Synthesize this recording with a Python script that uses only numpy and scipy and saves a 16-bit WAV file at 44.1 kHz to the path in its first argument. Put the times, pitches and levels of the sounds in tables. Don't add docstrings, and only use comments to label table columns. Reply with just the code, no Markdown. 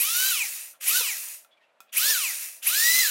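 import sys
import numpy as np
from scipy import signal
from scipy.fft import rfft, irfft, next_fast_len
from scipy.io import wavfile
from scipy.ndimage import uniform_filter1d, map_coordinates

SR = 44100
rng = np.random.default_rng(int(sys.argv[2]) if len(sys.argv) > 2 else 0)


def to_wav(sig):
    pcm = np.clip(np.atleast_2d(sig), -1, 1) * 32767
    pcm = np.round(pcm).astype(np.int16)
    wavfile.write(sys.argv[1], SR, pcm.T)


def undo_db(level):
    steps = np.asarray(level, float) / 20
    return 10 ** steps


N = 136710

# (press [s], release [s], top gear mesh rate [Hz], spin-up time [s])
BURSTS = [
    (-.110, 0.297, 1646, .130),
    (0.825, .978, 1703, .066),
    (1.926, 2.108, 1939, .069),
    (2.612, 3.003, 2076, 0.096),
]
# (time [s], level [dB])
EFFORT = [
    [(0.0, -33.5), (0.224, -28.5), (0.3, -28.5), (0.334, -32), (0.61, -41.5), (0.706, -50), (0.736, -61),
     (0.794, -106.5), (0.8, -71.5)],
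    [(0.801, -62), (0.811, -36), (0.839, -32), (0.893, -28.5), (0.975, -25.5), (1.009, -31.5), (1.345, -44),
     (1.453, -67.5), (1.47, -105)],
    [(1.921, -57), (1.929, -34), (1.951, -30.5), (1.985, -28.5), (2.097, -25.5), (2.137, -30.5),
     (2.443, -39), (2.571, -51.5), (2.615, -62)],
    [(2.616, -55), (2.628, -34), (2.656, -30.5), (2.802, -27), (2.95, -27), (2.96, -25), (3.1, -31.5)],
]
# (frequency [Hz], level [dB])
FAST_HISS = [(59, -87.5), (100, -45.5), (185, -27.5), (1030, -18), (1300, -10.5), (1540, -15), (3920, -0.5),
             (12100, -4), (15900, 0)]
# (frequency [Hz], level [dB])
SLOW_HISS = [(59, -68.5), (100, -54.5), (988, -17.5), (1360, -18), (1910, -6.5), (2620, -5.5), (3240, -12),
             (9760, -2), (15900, -8)]
# (frequency [Hz], level [dB])
START_HISS = [(59, -77), (100, -46.5), (581, -18), (1030, -32.5), (1220, -14), (3040, 1), (4650, -19),
              (10200, -10.5), (15900, -17.5)]
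# (frequency [Hz], width [Hz], level [dB])
SHELL = [(1320, 90, -3), (2610, 160, -1), (5850, 200, -3), (6840, 200, -1), (9500, 300, -1),
         (11400, 200, -1), (12000, 150, -3), (13000, 200, -3), (13700, 200, -1)]
ORDERS = [.104, .2, .68, 1, 1.5, 2, 2.55, 3, 4, 4.55, 5, 5.1, 6, 6.55, 7.05, 7.62, 8]
# (level [dB], growth exponent with speed)
WHINE = [(-29, 3.2), (-36, 2.5), (-30.5, 2), (-3, 3.3), (-23.5, 2.8), (-8.5, 2.2), (-8, 0.19), (-8, 1.8),
         (-7, 2.2), (-13.5, 1.7), (-16.5, 1.1), (-10, 1.8), (-27, 1.5), (-18.5, .9), (-10, 0.65),
         (-5.5, 2.1), (-1, 1.1)]
# (frequency [Hz], width [Hz], level [dB])
HOUSING = [(1500, 140, 0), (1958, 53, 7), (2367, 320, 12), (2980, 67, 8.5), (4057, 250, 5),
           (5260, 1500, 0.5)]
SQUEAL_DB = [-23, -18.5, -18, -19.5]
# (time [s], level [dB])
CATCHES = [(.005, -29), (.23, -34), (0.326, -50), (.922, -33), (0.946, -31.5), (0.966, -53), (0.989, -32.5),
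           (1.03, -54), (2.046, -29), (2.065, -46), (2.115, -34), (2.269, -51), (2.97, -59)]
# (time [s], length [s], frequency [Hz])
CHATTER = [
    (1.003, .016, 490),
    (2.088, .028, 500),
    (2.05, .016, 600),
]
CHATTER_DB = [-40.5, -47, -46]
# (time [s], peak [dB], rattle [dB])
CLICKS = [
    (1.4476, -45, -33),
    (1.8045, -35, -16),
]
# (frequency [Hz], level [dB], T60 [s])
SWITCH = [(1353, -7, 0.057), (2516, -13, 0.039), (3400, -17.5, .03), (9700, -15, 0.026),
          (11900, -21, 0.026), (13420, -30, 0.025)]
# (time [s], length [s], frequency [Hz], level [dB])
RUBS = [(1.507, 0.046, 3400, -65.5), (1.568, 0.024, 2340, -67), (1.605, .05, 1840, -67),
        (1.624, 0.045, 2690, -68), (1.68, .04, 2400, -76), (1.869, .06, 2550, -70),
        (1.891, 0.017, 3400, -64), (0.735, 0.041, 1360, -60.5)]
# (frequency [Hz], level [dB])
FLOOR = [(40, -16.5), (200, -6.5), (400, -5.5), (600, 5.5), (900, -1), (2600, -7), (5500, -23.5),
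         (12000, -28.5), (15900, -54.5)]

COAST_S, FRICTION_HZ = 0.47, 1202.5
FAST_DB, SLOW_DB, START_DB = 5, 3, -7
MIX_HZ, LOAD_S = 1094, 0.088
GRIT_DB, PATCH_DB = 2, 1.58
WHINE_DB, FLUTTER_DB, FLUTTER_RATE_HZ, SMEAR = -31, 2.2, 50, .0008
MESH_HZ = 780
SQUEAL_ORDER, SQUEAL_AT_HZ, SQUEAL_SPAN_HZ = 11.3, 1024, 102
SQUEAL_WIDTH, SQUEAL_BEAT_HZ = .05, 572
CATCH_S = 0.00046
RUB_WIDTH_HZ, RUB_SCRAPE_DB = 68, -4
ROOM_T60_S, ROOM_DB = 0.17, -7.5
FLOOR_DB, SIDE_DB = -67.5, -28.5
LOW_HZ, TOP_HZ = 192, 15850


def unit(x):
    return x / np.sqrt(np.mean(x ** 2) + 1e-20)


def filtered(x, response):
    m = next_fast_len(N + SR // 2)
    return irfft(rfft(x, m) * response(np.fft.rfftfreq(m, 1 / SR)), m)[..., :N]


def noise(points):
    f, db = np.transpose(points)
    colour = lambda hz: undo_db(np.interp(np.log(hz + 1), np.log(f + 1), db))
    return unit(filtered(rng.standard_normal(N), colour))


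def wobble(rate_hz):
    return map_coordinates(rng.standard_normal(SR), [np.arange(N) * rate_hz / SR])


def peak(f, hz, width_hz):
    return 1j * f * width_hz / (hz * hz - f * f + 1j * f * width_hz)


def resonant(x, modes):
    return filtered(x, lambda f: 1 + sum(undo_db(db) * peak(f, hz, width) for hz, width, db in modes))


def motor(t):
    rows = []
    for press, release, top_hz, climb_s in BURSTS:
        powered_s = np.clip(np.minimum(t, release) - press, 0, None)
        up = top_hz * (1 - np.exp(-powered_s / climb_s))
        drag = np.exp(-np.clip(t - release, 0, None) / COAST_S)
        rows.append(np.maximum((up + FRICTION_HZ) * drag - FRICTION_HZ, 0))
    load = 0
    for effort in EFFORT[1:]:
        start = effort[0][0]
        load = load + np.exp(-np.clip(t - start, 0, None) / LOAD_S) * (t >= start)
    return np.array(rows), np.clip(load, 0, 1)


def hiss(speed, load, t):
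    gain = sum(undo_db(np.interp(t, *np.transpose(row), left=-150, right=-150)) for row in EFFORT)
    fast = speed ** 2 / (speed ** 2 + MIX_HZ ** 2)
    x = np.sqrt((1 - load) * fast) * undo_db(FAST_DB) * noise(FAST_HISS)
    x = x + np.sqrt((1 - load) * (1 - fast)) * undo_db(SLOW_DB) * noise(SLOW_HISS)
    x = x + np.sqrt(load) * undo_db(START_DB) * noise(START_HISS)
    z = signal.stft(x, nperseg=256)[2]
    field = uniform_filter1d(uniform_filter1d(rng.standard_normal(z.shape), 4, 0), 4, 1)
    patches = unit(undo_db(PATCH_DB * unit(field)))
    x = signal.istft(z * patches, nperseg=256)[1][:N]
    x = x * unit(undo_db(GRIT_DB * wobble(1600)))
    return gain * resonant(x, SHELL)


def whine(speed):
    x = 0
    bite = speed ** 10 / (speed ** 10 + MESH_HZ ** 10)
    for order, (db, growth) in zip(ORDERS, WHINE):
        phase = 2 * np.pi * np.cumsum(order * speed * (1 + SMEAR * wobble(150))) / SR
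        level = undo_db(db + FLUTTER_DB * wobble(FLUTTER_RATE_HZ)) * (speed / 1800) ** growth
        if order > 1.2:
            level = level * bite
        x = x + level * np.sin(phase)
    return undo_db(WHINE_DB) * resonant(x, HOUSING)


def squeal(rows, t):
    x = 0
    for speed, burst, db in zip(rows, BURSTS, SQUEAL_DB):
        gate = np.exp(-((speed - SQUEAL_AT_HZ) / SQUEAL_SPAN_HZ) ** 2 / 2) * (t < burst[1])
        phase = 2 * np.pi * np.cumsum(SQUEAL_ORDER * speed * (1 + SQUEAL_WIDTH * wobble(900))) / SR
        beat = 1 + 1.3 * np.sin(2 * np.pi * SQUEAL_BEAT_HZ * t + 4.5 * wobble(160))
        x = x + undo_db(db + 1.8 * wobble(500)) * gate * beat * np.sin(phase)
    return x


def bit_catches(t):
    x = 0
    for start, db in CATCHES:
        u = np.clip(t - start, 0, None) / CATCH_S
        x = x + undo_db(db) * u * (2 - u) * np.exp(-u)
    return x


def plastic_chatter(t):
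    x = 0
    for (start, length, hz), db in zip(CHATTER, CHATTER_DB):
        gate = np.clip(np.minimum(t - start, start + length - t) / .003, 0, 1)
        turn = 2 * np.pi * hz * t
        buzz = np.sin(turn) + 0.95 * np.sin(2 * turn) + .4 * np.sin(3 * turn)
        x = x + undo_db(db) * gate * buzz
    return x


def trigger_clicks():
    x = np.zeros(N + SR)
    u = np.arange(SR // 4) / SR
    for start, db, rattle_db in CLICKS:
        ring = sum(undo_db(level - 60 * u / t60) * np.sin(2 * np.pi * hz * u) for hz, level, t60 in SWITCH)
        decay = undo_db(-60 * u / 0.0026) + undo_db(rattle_db - 60 * u / 0.083)
        crack = decay * rng.standard_normal(len(u))
        x[round(start * SR):][:len(u)] += undo_db(db) * (ring + crack)
    return x[:N]


def finger_rubs(t):
    x = 0
    for start, length, hz, db in RUBS:
        gate = np.sin(np.pi * np.clip((t - start) / length, 0, 1) ** .6)
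        tone = unit(filtered(rng.standard_normal(N), lambda f: peak(f, hz, RUB_WIDTH_HZ)))
        scrape = unit(filtered(rng.standard_normal(N), lambda f: peak(f, 3000, 1600) ** 2))
        x = x + undo_db(db) * gate * (tone + undo_db(RUB_SCRAPE_DB) * scrape)
    return x


def room(near):
    u = np.arange(SR // 4) / SR
    tail = rng.standard_normal(len(u)) * undo_db(-60 * u / ROOM_T60_S) * (u > .004)
    return undo_db(ROOM_DB) * signal.fftconvolve(near, tail / np.linalg.norm(tail))[:N]


def scene():
    t = np.arange(N) / SR
    rows, load = motor(t)
    speed = rows.max(axis=0)
    drill = hiss(speed, load, t) + whine(speed) + squeal(rows, t)
    near = drill + bit_catches(t) + plastic_chatter(t) + trigger_clicks() + finger_rubs(t)
    mid = near + room(near) + undo_db(FLOOR_DB) * noise(FLOOR)
    side = undo_db(FLOOR_DB + SIDE_DB) * noise(FLOOR)
    return np.array([mid + side, mid - side])


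def low_pass(x):
    return signal.sosfilt(signal.butter(12, 16600, fs=SR, output="sos"), x)


def record(dry):
    def microphone(f):
        bass_cut = (1j * f / (LOW_HZ + 1j * f)) ** 2
        return bass_cut * np.clip((TOP_HZ - f) / 200 + 1, 0, 1) ** 2

    return low_pass(filtered(dry, microphone))


dry = scene()
out = record(dry)
to_wav(out)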